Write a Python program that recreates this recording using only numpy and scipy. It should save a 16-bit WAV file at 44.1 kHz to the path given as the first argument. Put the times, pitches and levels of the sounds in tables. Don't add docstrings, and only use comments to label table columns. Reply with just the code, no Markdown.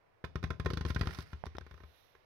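import sys
import numpy as np
from scipy import signal
from scipy.fft import rfft, irfft, next_fast_len
from scipy.io import wavfile
from scipy.ndimage import map_coordinates

SR = 44100
rng = np.random.default_rng(int(sys.argv[2]) if len(sys.argv) > 2 else 0)


def file_out(sig):
    cols = np.atleast_2d(sig).T
    lim = np.clip(cols, -1, 1)
    pcm = np.round(lim * 32767).astype(np.int16)
    wavfile.write(sys.argv[1], SR, pcm)


N = 99225

# frequency in Hz, relative density in dB.
FLOOR_LEFT = [(25, 10.5), (60, 0), (95, 9.5), (130, 6), (210, -6), (450, 5), (1200, -1), (2300, -25.5),
              (4000, -30), (8000, -31), (15000, -29)]
FLOOR_RIGHT = [(25, 0.5), (60, -8), (95, 12.5), (130, 2.5), (210, -8), (450, 5.5), (1300, -1), (2300, -4),
               (4000, -26.5), (8000, -38), (15000, -49)]
TREBLE_SPECTRUM = [(800, -1), (2000, 4), (3900, -3), (5800, -8), (7200, -27), (9000, -27), (11800, -19),
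                   (16000, -44)]
HISS_SPECTRUM = [(800, -18), (2000, -8), (3900, 3.5), (4700, -10.5), (5800, -4.5), (7200, -23), (9000, -24),
                 (10500, -9.5), (12000, -5), (14000, -11), (16000, -19)]
# time in seconds, level in dB.
TREBLE_LEVEL = [(.2, -80.5), (.35, -73.5), (1.4, -66), (2.25, -72)]
HISS_LEVEL = [(1.55, -104), (1.72, -77.5), (1.85, -75.5), (1.98, -68), (2.1, -72.5), (2.25, -86.5)]
SCRAPE_LEVEL = [(.84, -98), (.875, -50), (.897, -46), (.932, -70), (1.0, -54.5), (1.06, -61), (1.11, -56.5),
                (1.135, -51), (1.165, -57.5), (1.228, -52.5), (1.245, -67), (1.32, -63), (1.4, -109)]
# frequency in Hz, time to decay by 60 dB (T60) in seconds.
ROOM_DECAY = [(200, 0.42), (1500, 0.15), (5000, 0.24), (12000, 0.16)]
# start in seconds, the pop's left and right levels in dB, its pitch in Hz,
# its rise time and T60 in seconds, push and snap levels in dB, ring frequency in Hz.
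CLICKS = [(1.4385, -53, -4.5, 763, 0.0013, 0.0038, -30.5, -65, 1930),
          (1.4569, -41, -34, 960, 0.000067, 0.0079, -44, -46, 3930),
          (1.568, -63, -44, 1200, 0.00017, 0.0042, -64, -51, 3800),
          (1.5841, -14.5, -30.5, 710, 0.00018, 0.0025, -42, -44, 5240)]
# frequency in Hz, relative density in dB.
SCRAPE_LEFT = [(300, 1.5), (1200, -2), (1900, -2.5), (2700, -38), (3900, -10), (5000, -17), (6200, -23),
               (7500, -21.5), (11000, -19), (15500, -27)]
SCRAPE_RIGHT = [(300, -7), (850, -2), (1400, 6), (2200, 4.5), (2900, -2.5), (3600, -5), (5000, -0.5),
                (6200, -10), (7100, -25), (8800, -19), (11500, -14), (15500, -27)]
TICK_LEFT = [(1000, -57), (2800, -21), (3800, -8.5), (5000, -13), (6000, -21.5), (7500, -25), (11000, -23),
             (15500, -30)]
TICK_RIGHT = [(1000, -69), (2200, -11), (3500, 3), (4300, -2.5), (5000, -2.5), (6200, -6), (7000, -22.5),
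              (8800, -26.5), (11500, -19.5), (15500, -34)]
CLACK_LEFT = [(150, -46), (260, -5), (400, -18), (600, -6), (800, -9), (1100, -5), (1550, -15), (1900, -21),
              (2500, -42.5), (4000, -32), (8000, -46.5)]
CLACK_RIGHT = [(150, 1), (260, -28), (400, -0.5), (600, -10), (850, -8), (1100, -4), (1400, -1.5),
               (1850, -3), (2400, -7.5), (2900, -14), (4000, -20), (8000, -82)]
# frequency in Hz, relative level in dB, T60 in seconds.
BOARD_MODES = [(78.5, 2.5, 0.18), (98.55, -0.5, 0.14), (119.9, 1, 0.13), (158.3, 3, 0.084),
               (183.6, -27, 0.66), (242.4, -0.5, 0.04), (355, -12, 0.092), (424, -25, 0.4)]
HOLLOW_MODES = [(288, -1.5, 0.025), (372.7, 2.5, 0.045), (459.4, -4, 0.052), (540, -2.5, 0.015)]
BODY_MODES = [(1043.2, -9.5, 0.098), (1341, -3, 0.034), (1510, -1, 0.022), (1834, -6.5, 0.048),
              (2185, -12, 0.036), (2441, -6, 0.038), (3330, -6, 0.034), (3694, -2, 0.033)]
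# start in seconds, relative levels of thump, hollow knock and clack in dB,
# clack pitch in Hz, relative tick level in dB.
KNOCKS = [(0.2405, -39.5, -42, -30.5, 1764, -55), (0.247, -88, -47.5, -42, 1760, -45),
          (0.356, -32, -43, -33, 1356, -45), (0.4283, -41.5, -48, -40, 1437, -50),
          (0.4392, -30, -50, -31, 1604, -42.5), (0.504, -33.5, -35, -30.5, 1384, -42.5),
          (0.5979, -32.5, -47, -33, 1676, -43), (0.648, -41.5, -53, -47, 1900, -49.5),
          (0.6596, -28.5, -23.5, -25.5, 1823, -40), (0.7021, -37.5, -37, -34.5, 1315, -40.5),
          (0.7095, -77, -37, -62, 1400, -52), (0.7339, -32.5, -41, -38, 1387, -39.5),
          (0.7717, -33.5, -40, -33.5, 1360, -40), (0.7792, -61, -40, -50, 1300, -58),
          (0.8096, -34, -45, -35, 1467, -43), (0.8503, -33, -33, -33, 1714, -43),
          (0.862, -37, -43, -45, 1310, -46.5), (0.88, -45.5, -60, -64, 1610, -55),
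          (0.9029, -31, -42, -33, 1340, -40), (0.947, -42, -73, -49, 1530, -39.5),
          (0.9612, -29, -48, -29, 1500, -44.5), (0.993, -41, -60, -45, 1590, -45),
          (1.0107, -27, -44.5, -27.5, 1955, -36), (1.0316, -36, -46, -37, 1690, -53),
          (1.0567, -43, -47, -39, 1310, -51), (1.0708, -30.5, -70, -30.5, 1830, -39.5),
          (1.0902, -46, -41.5, -43.5, 1720, -59), (1.1075, -49, -58, -40.5, 1870, -50),
          (1.1463, -62, -70, -43.5, 2250, -43), (1.1866, -37, -43, -39, 1110, -42.5),
          (1.205, -66, -55, -49, 1410, -48), (1.3305, -42.5, -50, -41, 1605, -52),
          (1.4645, -44, -43.5, -42, 1140, -48), (1.5501, -49.5, -44, -43.5, 1365, -59),
          (1.609, -50, -49, -45.5, 1570, -57.5), (1.6645, -58.5, -51, -47.5, 1310, -59.5),
          (1.7108, -52.5, -54, -46, 1410, -56.5), (1.741, -54.5, -61.5, -52, 1190, -63),
          (1.7759, -67, -60, -54, 1240, -65), (1.8023, -59, -55, -51, 1300, -66),
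          (1.835, -52.5, -54, -50, 1250, -63.5), (2.15, -74, -55, -54.5, 1600, -68)]

TOPPLED_S, ROCK_HZ, ROCK_RISE_S = 1.3, 77.4, 0.0033
CLACK_RISE_S, TICK_RISE_S = 0.0012, 0.00065
GRAINS_PER_S, SLIPS_PER_S = 320, 170
PUSH_HZ, OVERTONE_RATIO = 180, 1.86
THUMP_CUTOFF_HZ, BAND_LIMIT_HZ = 47.7, 16000


def amp(db):
    return 10 ** (np.asarray(db) / 20)


def unit_rms(x):
    return x / np.sqrt(np.mean(x ** 2) + 1e-20)


def sine(t, hz):
    return np.sin(2 * np.pi * hz * t)


def along(points, hz):
    freqs, values = np.transpose(points)
    return np.interp(np.log(hz + 1), np.log(freqs + 1), values)


def envelope(rows):
    return amp(np.interp(np.arange(N) / SR, *np.transpose(rows)))


def rise(t, seconds):
    return 1 - np.exp(-t / seconds)


def fade(t, t60):
    return np.exp(-np.log(1000) * t / t60)


def add(track, start, sound):
    part = track[..., int(start * SR):][..., :sound.shape[-1]]
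    part += sound[..., :part.shape[-1]]


def colour(x, *spectra):
    size = 2 * next_fast_len(N // 2 + SR // 4)
    gain = np.array([amp(along(points, np.fft.rfftfreq(size, 1 / SR))) for points in spectra])
    gain /= np.sqrt(np.mean(gain ** 2, axis=1).max())
    cepstrum = irfft(np.log(gain), size) * (1 + np.sign(np.fft.fftfreq(size)))
    return irfft(rfft(x, size) * np.exp(rfft(cepstrum)), size)[:, :N]


def noise_pair(size, correlation):
    mid, side = rng.standard_normal((2, size))
    angle = np.arccos(correlation) / 2
    return np.cos(angle) * mid + np.sin(angle) * np.array([side, -side])


def ringing(modes, t):
    hz, db, t60 = np.transpose(modes)[:, :, None]
    spread, phase = rng.standard_normal((2, len(modes), 1))
    return (amp(db + 0.88 * spread) * fade(t, t60) * np.sin(2 * np.pi * (hz * t + phase))).sum(0)


def background():
    floor = np.vstack([colour(rng.standard_normal(N), side) for side in (FLOOR_LEFT, FLOOR_RIGHT)])
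    treble = envelope(TREBLE_LEVEL) * colour(rng.standard_normal((2, N)), TREBLE_SPECTRUM)
    hiss = envelope(HISS_LEVEL) * colour(rng.standard_normal((2, N)), HISS_SPECTRUM)
    return amp(-70) * floor + amp([[-19], [0]]) * (treble + hiss)


def room(x):
    reverb = np.zeros((2, N))
    for piece in np.array_split(np.arange(N), 10):
        hz, t, noise = signal.stft(rng.standard_normal((2, SR // 2)), SR, nperseg=256)
        decay = fade(t, along(ROOM_DECAY, hz)[:, None])
        tail = signal.istft(noise * decay * rise(t, 0.0017), SR, nperseg=256)[1]
        tail /= np.linalg.norm(tail[0])
        add(reverb, piece[0] / SR, signal.fftconvolve(x[:, piece], tail, axes=1))
    return reverb


def housing_clicks():
    t, tones, snaps = np.arange(SR // 10) / SR, np.zeros((2, N)), np.zeros((2, N))
    push = amp([[-40], [0]]) * fade(t, t60=0.022) * sine(t, PUSH_HZ)
    for start, left_db, right_db, hz, rise_s, t60, push_db, snap_db, ring_hz in CLICKS:
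        partials = sine(t, hz) + amp(-13) * sine(t, OVERTONE_RATIO * hz)
        pop = amp([[left_db], [right_db]]) * rise(t, rise_s) * fade(t, t60) * partials
        ring = amp(snap_db - 3) * fade(t, t60=0.016) * sine(t, ring_hz)
        add(tones, start, pop + amp(push_db) * push + ring)
        add(snaps, start, amp(snap_db) * fade(t, t60=0.015) * noise_pair(len(t), correlation=0.19))
    return tones + colour(snaps, SCRAPE_LEFT, TICK_RIGHT)


def rim_scrape():
    t = np.arange(SR // 50) / SR
    roughness = map_coordinates(rng.standard_normal(N), [np.arange(N) * GRAINS_PER_S / SR], order=1)
    grain = amp(3.5 * roughness)
    catches = (rng.random(N) < SLIPS_PER_S / SR) * amp(2 * rng.standard_normal(N))
    slips = signal.fftconvolve(catches, fade(t, t60=0.0088))[:N]
    friction = (unit_rms(grain) + amp(-4) * unit_rms(slips)) * noise_pair(N, correlation=0.79)
    return colour(unit_rms(friction) * envelope(SCRAPE_LEVEL), SCRAPE_LEFT, SCRAPE_RIGHT)


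def board_thumps():
    t, track = np.arange(SR // 3) / SR, np.zeros(N)
    ring = sum(amp(db) * fade(t, t60) * sine(t, hz) for hz, db, t60 in BOARD_MODES)
    rock = amp(11.5) * rise(t, ROCK_RISE_S) * fade(t, t60=0.17) * sine(t, ROCK_HZ)
    for start, thump_db, *_ in KNOCKS:
        add(track, start, -amp(thump_db - 3) * (ring + rock * (start > TOPPLED_S)))
    highpass = signal.butter(4, THUMP_CUTOFF_HZ, btype='high', fs=SR, output='sos')
    return amp([[0], [-4.5]]) * signal.sosfilt(highpass, track)


def hollow_knocks():
    t, track = np.arange(SR // 6) / SR, np.zeros(N)
    for start, _, hollow_db, *_ in KNOCKS:
        add(track, start, amp(hollow_db) * rise(t, CLACK_RISE_S) * ringing(HOLLOW_MODES, t))
    return amp([[0], [-6.5]]) * track


def top_clacks():
    t, clacks, ticks = np.arange(SR // 6) / SR, np.zeros((2, N)), np.zeros((2, N))
    crack = amp(-2.5) * fade(t, t60=0.0072)
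    tick_shape = rise(t, TICK_RISE_S) * (crack + fade(t, t60=0.033))
    for start, _, _, clack_db, hz, tick_db in KNOCKS:
        body = amp(-7.5) * ringing(BODY_MODES, t) / 2
        contact = amp(-10.5) * fade(t, t60=0.026) * sine(t, hz)
        dense = noise_pair(len(t), correlation=0.73) * fade(t, t60=0.036)
        add(clacks, start, amp(clack_db) * rise(t, CLACK_RISE_S) * (dense + body + contact))
        add(ticks, start, amp(tick_db + 0.5) * tick_shape * noise_pair(len(t), correlation=0.19))
    return colour(clacks, CLACK_LEFT, CLACK_RIGHT) + colour(ticks, TICK_LEFT, TICK_RIGHT)


def scene():
    low = board_thumps() + hollow_knocks()
    top = top_clacks() + rim_scrape()
    reverb = room(amp(-9.5) * top + amp(-16) * low)
    return low + top + reverb + housing_clicks() + background()


def record(dry):
    size = next_fast_len(N + SR // 2)
    passband = np.fft.rfftfreq(size, 1 / SR) < BAND_LIMIT_HZ
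    return irfft(rfft(dry, size) * passband, size)[:, :N]


dry = scene()
out = record(dry)
file_out(out)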